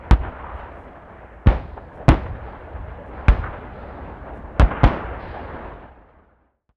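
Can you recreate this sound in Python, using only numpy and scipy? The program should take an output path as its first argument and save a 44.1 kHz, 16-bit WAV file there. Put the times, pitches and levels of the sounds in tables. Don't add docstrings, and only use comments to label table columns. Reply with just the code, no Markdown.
import sys
import numpy as np
from scipy import signal
from scipy.fft import rfft, irfft, next_fast_len
from scipy.io import wavfile
from scipy.ndimage import uniform_filter1d, minimum_filter1d

SR = 44100
rng = np.random.default_rng(int(sys.argv[2]) if len(sys.argv) > 2 else 0)


def unload_wav(signal):
    wavfile.write(
        sys.argv[1],
        SR,
        np.round(np.clip(np.atleast_2d(signal).T, -1, 1) * 32767).astype(np.int16),
    )


N = 298380
TIME = np.arange(N) / SR

# start in seconds, pressure in dB, length of the push in ms, sharpness of the edge in Hz.
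FRONTS = [(.1110, 3, 13, 2900), (0.1296, -1.5, 3.3, 131), (1.4615, -8.5, 4.8, 330), (1.4712, 7.5, 4.4, 560),
          (2.0825, 1, 4.7, 990), (2.09, 9.5, 4.3, 4780), (2.1166, -5, 8.9, 350), (3.2836, 0, 14, 1300),
          (3.2843, 0, 6.6, 450), (4.5972, 5, 5.9, 2880), (4.6074, -9, 18, 1510), (4.6255, 2, 25, 48),
          (4.834, -3.5, 5.7, 604), (4.8412, 5.5, 7.9, 1106), (6.692, 7.5, 7, 1970)]
# frequency in Hz, level in dB per Hz before scaling to rms one.
CRASH_SPECTRUM = [(60, -19.5), (140, 1), (190, -2), (280, -1.5), (410, -2.5), (750, 3), (1400, -2),
                  (2200, -10), (3400, -15.5), (4800, -32), (8000, -50), (12000, -60.5)]
# frequency in Hz, level in dB per Hz before scaling to rms one.
RUMBLE_SPECTRUM = [(12, -29), (25, -10), (42, -8), (58, 1), (75, -4), (105, -10.5), (150, -20), (300, -38),
                   (900, -87.5)]


def amp(db):
    return 10 ** (np.asarray(db) / 20)


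def evened(x):
    return x / np.sqrt(np.mean(x ** 2) + 1e-20)


def read(points, hz):
    f, value = np.transpose(points)
    return np.interp(np.log(hz + 1), np.log(f + 1), value)


def tilted(spectrum, db_per_octave):
    hz, db = np.transpose(spectrum)
    return np.c_[hz, db + db_per_octave * np.log2(hz / 1000)]


def add(mix, s, sound):
    part = mix[max(round(s * SR), 0):][:len(sound)]
    part += sound[:len(part)]


def coloured(x, spectrum):
    size = next_fast_len(len(x))
    gain = amp(read(spectrum, np.fft.rfftfreq(size, 1 / SR)))
    return evened(irfft(rfft(x, size) * gain, size)[:len(x)])


def lowpass(x, hz, order=1):
    return signal.lfilter(*signal.butter(order, min(hz, SR / 2 - 1), fs=SR), x)


def drift(hz, size):
    return evened(lowpass(rng.standard_normal(size), hz, order=2))


def scatter(spectrum, lumpy_db, lump_hz, size=N):
    clumps = amp(lumpy_db * drift(lump_hz, size))
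    return coloured(rng.standard_normal(size) * clumps, spectrum)


def burst(rise, t60):
    t = np.arange(SR) / SR
    return (1 - np.exp(-t / rise)) * np.exp(-np.log(1000) * t / t60)


def swells(rows):
    return sum(amp(db) * np.exp(-np.pi * ((TIME - s) / length) ** 2) for s, db, length in rows)


def steady_hiss(level_db=-85.5):
    # frequency in Hz, level in dB per Hz before scaling.
    hiss_spectrum = [(100, 3), (4000, 1), (7000, 0.5), (11000, -4.5), (13000, -5.5)]
    return amp(level_db) * coloured(rng.standard_normal(N), hiss_spectrum)


def rustles():
    # crest in seconds, level in dB, length in seconds.
    rustle_rows = [(0.585, -83, 0.078), (0.805, -83, 0.13), (1.96, -79, 0.049), (3.08, -83, 0.043),
                   (4.368, -80.5, .07)]
    # frequency in Hz, level in dB per Hz before scaling.
    rustle_spectrum = [(2500, -24), (5500, -3), (9000, -4), (12000, -7)]
    return swells(rustle_rows) * scatter(rustle_spectrum, lumpy_db=3.0, lump_hz=120)


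def rolling(s, crest_s):
    age = np.maximum(TIME - s, 0) / crest_s
    return age * np.exp(1 - age)


def patchy(x, patch_db=1.68, patch_hz=220, patch_s=0.045):
    hz, t, z = signal.stft(x, SR, nperseg=1024, noverlap=768)
    field = rng.standard_normal(z.shape[::-1]).T
    field = uniform_filter1d(field, max(round(patch_hz / hz[1]), 1), axis=0)
    field = uniform_filter1d(field, max(round(patch_s / t[1]), 1), axis=1)
    patched = z * amp(patch_db * evened(field))
    return evened(signal.istft(patched, SR, nperseg=1024, noverlap=768)[1][:len(x)])


def flutter(per_s=14, strength=0.28, rise=.004, t60=0.32):
    arrivals = np.minimum(rng.exponential(1, N), 2) * (rng.random(N) < per_s / SR)
    lifts = signal.oaconvolve(arrivals, burst(rise, t60))[:N]
    return evened(1 + strength * lifts)


def hills(rumble_db=-1.5, bass_hz=380):
    # start in seconds, scale of the roar in dB, seconds until its crest,
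    # bass in dB over the roar, hiss in dB over the roar.
    rolls = [(-0.97, -44, .4, 0, -15.5), (-0.05, -44.5, 0.42, -10.5, -16.5), (1.63, -48.5, 0.36, 5, -21),
             (2, -45, .6, -0.5, -17.5), (3, -44, 0.62, 2.5, -17.5), (4.5, -43, .55, -6, -18),
             (5, -41, 0.5, -5, -17.5)]
    # frequency in Hz, level in dB per Hz before scaling.
    roar_spectrum = [(60, -16), (130, -2.5), (250, 0), (380, -1), (560, 1.35), (850, -0.5), (1150, -5),
                     (1700, -8), (2300, -22.5), (3000, -39.5), (4200, -53.5), (7000, -80.5)]
    hiss_spectrum = [(900, -28.5), (2000, 7), (2900, 0.5), (3600, -8.5), (4500, -19.5), (5600, -34.5),
                     (8000, -49.5)]
    bass_lag = 1.64
    bass_shape, roar_shape, hiss_shape = .55, 0.67, 1.3

    bass_power, middle_power, treble_power = np.zeros((3, N))
    for s, db, crest_s, bass_db, hiss_db in rolls:
        swell = rolling(s, crest_s)
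        late_swell = rolling(s, bass_lag * crest_s)
        bass_power += (amp(db + bass_db) * late_swell ** bass_shape) ** 2
        middle_power += (amp(db) * swell ** roar_shape) ** 2
        treble_power += (amp(db + hiss_db) * swell ** hiss_shape) ** 2

    rumble = amp(rumble_db) * coloured(rng.standard_normal(N), RUMBLE_SPECTRUM)
    roar = patchy(scatter(roar_spectrum, lumpy_db=0.76, lump_hz=25))
    hiss = patchy(scatter(hiss_spectrum, lumpy_db=1.2, lump_hz=60))
    low_roar = lowpass(roar, bass_hz)
    deep = np.sqrt(bass_power) * (rumble + low_roar)
    upper = np.sqrt(middle_power) * (roar - low_roar) + np.sqrt(treble_power) * hiss
    return deep + flutter() * upper


def thuds():
    # crest in seconds, level in dB, length in seconds.
    thud_rows = [(.23, -34, 0.15), (.53, -40.5, 0.2), (2.3, -33, 0.077), (2.83, -37.5, 0.21),
                 (3.41, -29.5, 0.072), (5.09, -37, 0.12), (5.26, -39, 0.11)]
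    return swells(thud_rows) * coloured(rng.standard_normal(N), RUMBLE_SPECTRUM)


def bright_echoes():
    # start in seconds, level in dB before the envelope, rise in seconds, t60 in seconds.
    wooded_slopes = [(1.56, -59, 0.061, 1.5), (2.42, -62, .03, .9), (3.12, -58.5, .06, .8),
                     (3.70, -57.5, .12, 1.65), (5.188, -49.5, 0.033, 1.14)]
    # frequency in Hz, level in dB per Hz before scaling.
    treble_spectrum = [(700, -19), (1800, 5.5), (3000, -4.5), (4000, -6), (4900, -14), (5800, -32.5),
                       (8000, -58)]
    out = np.zeros(N)
    for s, db, rise, t60 in wooded_slopes:
        treble = scatter(treble_spectrum, lumpy_db=1.0, lump_hz=60, size=SR)
        add(out, s, amp(db) * treble * burst(rise, t60))
    return out


def whoosh_and_echoes():
    # crest in seconds, level in dB, rise in seconds, band centre in Hz, width in octaves.
    band_swells = [(.025, -58.5, .013, 2300, 0.17), (.245, -37, 0.018, 850, 1.6),
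                   (.43, -41.5, 0.086, 1020, 0.37), (1.201, -56, 0.093, 1830, 0.37),
                   (1.775, -40.5, 0.0066, 780, .42), (2.0, -40.5, 0.011, 617, 0.22),
                   (2.262, -37.5, .003, 895, 1.1), (2.76, -40, 0.0076, 626, .4),
                   (3.015, -43.5, .008, 557, 0.12), (3.18, -45.5, 0.054, 800, 0.59),
                   (3.45, -35, .012, 1380, 0.24), (3.535, -40, 0.007, 1390, 1.2),
                   (4.28, -41.5, 0.012, 710, .31), (4.716, -30, 0.0049, 1000, 0.71),
                   (4.785, -35, 0.11, 1100, 1.06)]
    # frequency in Hz, gain in dB before scaling.
    air_spectrum = [(60, -5.5), (200, 9), (1500, 1), (2300, -7), (3100, -14), (4000, -31), (5200, -60.5),
                    (9000, -91)]
    fall_to_rise = 2.3
    out, hz = np.zeros(N), np.geomspace(20, SR / 2, num=60)
    t = np.arange(SR) / SR
    for s, db, rise, centre_hz, octaves in band_swells:
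        off_centre = np.log2(hz / centre_hz) / octaves
        band_db = -10 * np.log10(1 + off_centre ** 2) + read(air_spectrum, hz)
        start = max(s - .5, 0)
        lag = t + start - s
        spread = np.where(lag < 0, rise, fall_to_rise * rise)
        swell = np.exp(-.5 * (lag / spread) ** 2)
        band_noise = scatter(np.c_[hz, band_db], lumpy_db=1.5, lump_hz=80, size=SR)
        add(out, start, amp(db) * swell * band_noise)
    return out


def crashes(crash_rise=0.00088, tail_rise=.012, rumble_rise=0.029, rumble_t60=0.89, boom_rise=0.006, boom_t60=0.12):
    # start in seconds, crash in dB, crash t60 in seconds, tail in dB, tail t60 in seconds,
    # rumble in dB, brightness in dB per octave, hollow boom in dB.
    reports = [(.111, -15, 0.085, -34.5, 0.4, -46.5, 0.4, -16),
               (1.470, -20, .13, -22, 0.47, -25.5, 0, -38.5),
               (2.088, -10.5, 0.13, -25, 0.56, -25, 0.06, -3),
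               (3.283, -9, 0.052, -27, 0.52, -22.5, 0.45, -24),
               (4.598, -5.5, 0.077, -23, 0.41, -32.5, -1.3, -17),
               (4.839, -13.5, 0.11, -19.5, 0.49, -32, 0, -13.5),
               (6.691, -4, 0.1, -27.5, .5, -22.5, -3, -20)]
    # frequency in Hz, level in dB per Hz before scaling.
    tail_spectrum = [(60, -8.5), (130, 9), (300, 3), (700, 2.5), (1400, -7.5), (2200, -13), (3400, -23.5),
                     (5000, -36.5), (8000, -56.5), (12000, -66.5)]
    boom_spectrum = [(100, -36.5), (215, -20), (255, -1), (320, 2), (380, -11.5), (700, -48), (2000, -91.5)]
    out = np.zeros(N)
    for s, crash_db, crash_t60, tail_db, tail_t60, rumble_db, bright_db, boom_db in reports:
        crash = scatter(tilted(CRASH_SPECTRUM, bright_db), lumpy_db=4.5, lump_hz=321.5, size=SR)
        add(out, s, amp(crash_db) * crash * burst(crash_rise, crash_t60))
        tail = scatter(tilted(tail_spectrum, bright_db), lumpy_db=1.0, lump_hz=90, size=SR)
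        add(out, s, amp(tail_db) * tail * burst(tail_rise, tail_t60))
        rumble = coloured(rng.standard_normal(SR), RUMBLE_SPECTRUM)
        add(out, s, amp(rumble_db) * rumble * burst(rumble_rise, rumble_t60))
        boom = coloured(rng.standard_normal(SR), boom_spectrum)
        add(out, s, amp(boom_db) * boom * burst(boom_rise, boom_t60))
    return out


def ragged_edges(share_db=-17, t60=0.031, edge_ratio=3):
    out = np.zeros(N)
    for s, db, _, edge_hz in FRONTS:
        crackle = scatter(CRASH_SPECTRUM, lumpy_db=-0.5, lump_hz=596, size=SR) * burst(0.00016, t60)
        add(out, s, amp(db + share_db) * lowpass(crackle, edge_ratio * edge_hz))
    return out


def blasts(air_ratio=6):
    out, t = np.zeros(N), np.arange(SR // 2) / SR
    for s, db, push_ms, edge_hz in FRONTS:
        u = t * 1000 / push_ms
        wave = lowpass((1 - u) * np.exp(-u), edge_hz)
        wave = lowpass(wave, air_ratio * edge_hz, order=2)
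        add(out, s, amp(db) * wave)
    return lowpass(out, hz=8850)


def ground(x, dip_hz=395, dip_q=1.9, depth=.55):
    return x - depth * signal.lfilter(*signal.iirpeak(dip_hz, dip_q, fs=SR), x)


def microphone(x, ring_hz=52.5, ring_q=1.8, cut_hz=28):
    w = 2 * np.pi * ring_hz
    x = signal.lfilter(*signal.bilinear([1, 0, 0], [1, w / ring_q, w * w], SR), x)
    return signal.lfilter(*signal.butter(2, cut_hz, "high", fs=SR), x)


def scene():
    background = steady_hiss() + rustles()
    distant = hills() + thuds() + bright_echoes() + whoosh_and_echoes()
    scattered = ground(ragged_edges() + crashes(), depth=0.24)
    thumps = microphone(ground(blasts()))
    return (background + distant + scattered + thumps)[None]


def limiter(x, ceiling_db=-5.0, recover_db_per_s=220):
    over_db = np.maximum(20 * np.log10(abs(x) + 1e-9) - ceiling_db, 0)
    ramp = TIME * recover_db_per_s
    held_db = np.maximum.accumulate(over_db + ramp) - ramp
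    gain = minimum_filter1d(amp(-held_db), size=31)
    return x * uniform_filter1d(gain, size=31)


def record(dry, headroom_db=7, edge_hz=12300):
    # time in seconds, gain in dB.
    fade = [(5.66, 4.5), (6.0, -9), (6.28, -14.5), (6.5, -23.5), (6.7, -47), (6.78, -70)]
    driven = amp(headroom_db) * np.tanh(dry[0] / amp(headroom_db))
    faded = limiter(driven) * amp(np.interp(TIME, *np.transpose(fade)))
    band_limit = signal.firwin(255, edge_hz, window=("kaiser", 9), fs=SR)
    return signal.oaconvolve(faded, band_limit, "same")[None]


dry = scene()
out = record(dry)
unload_wav(out)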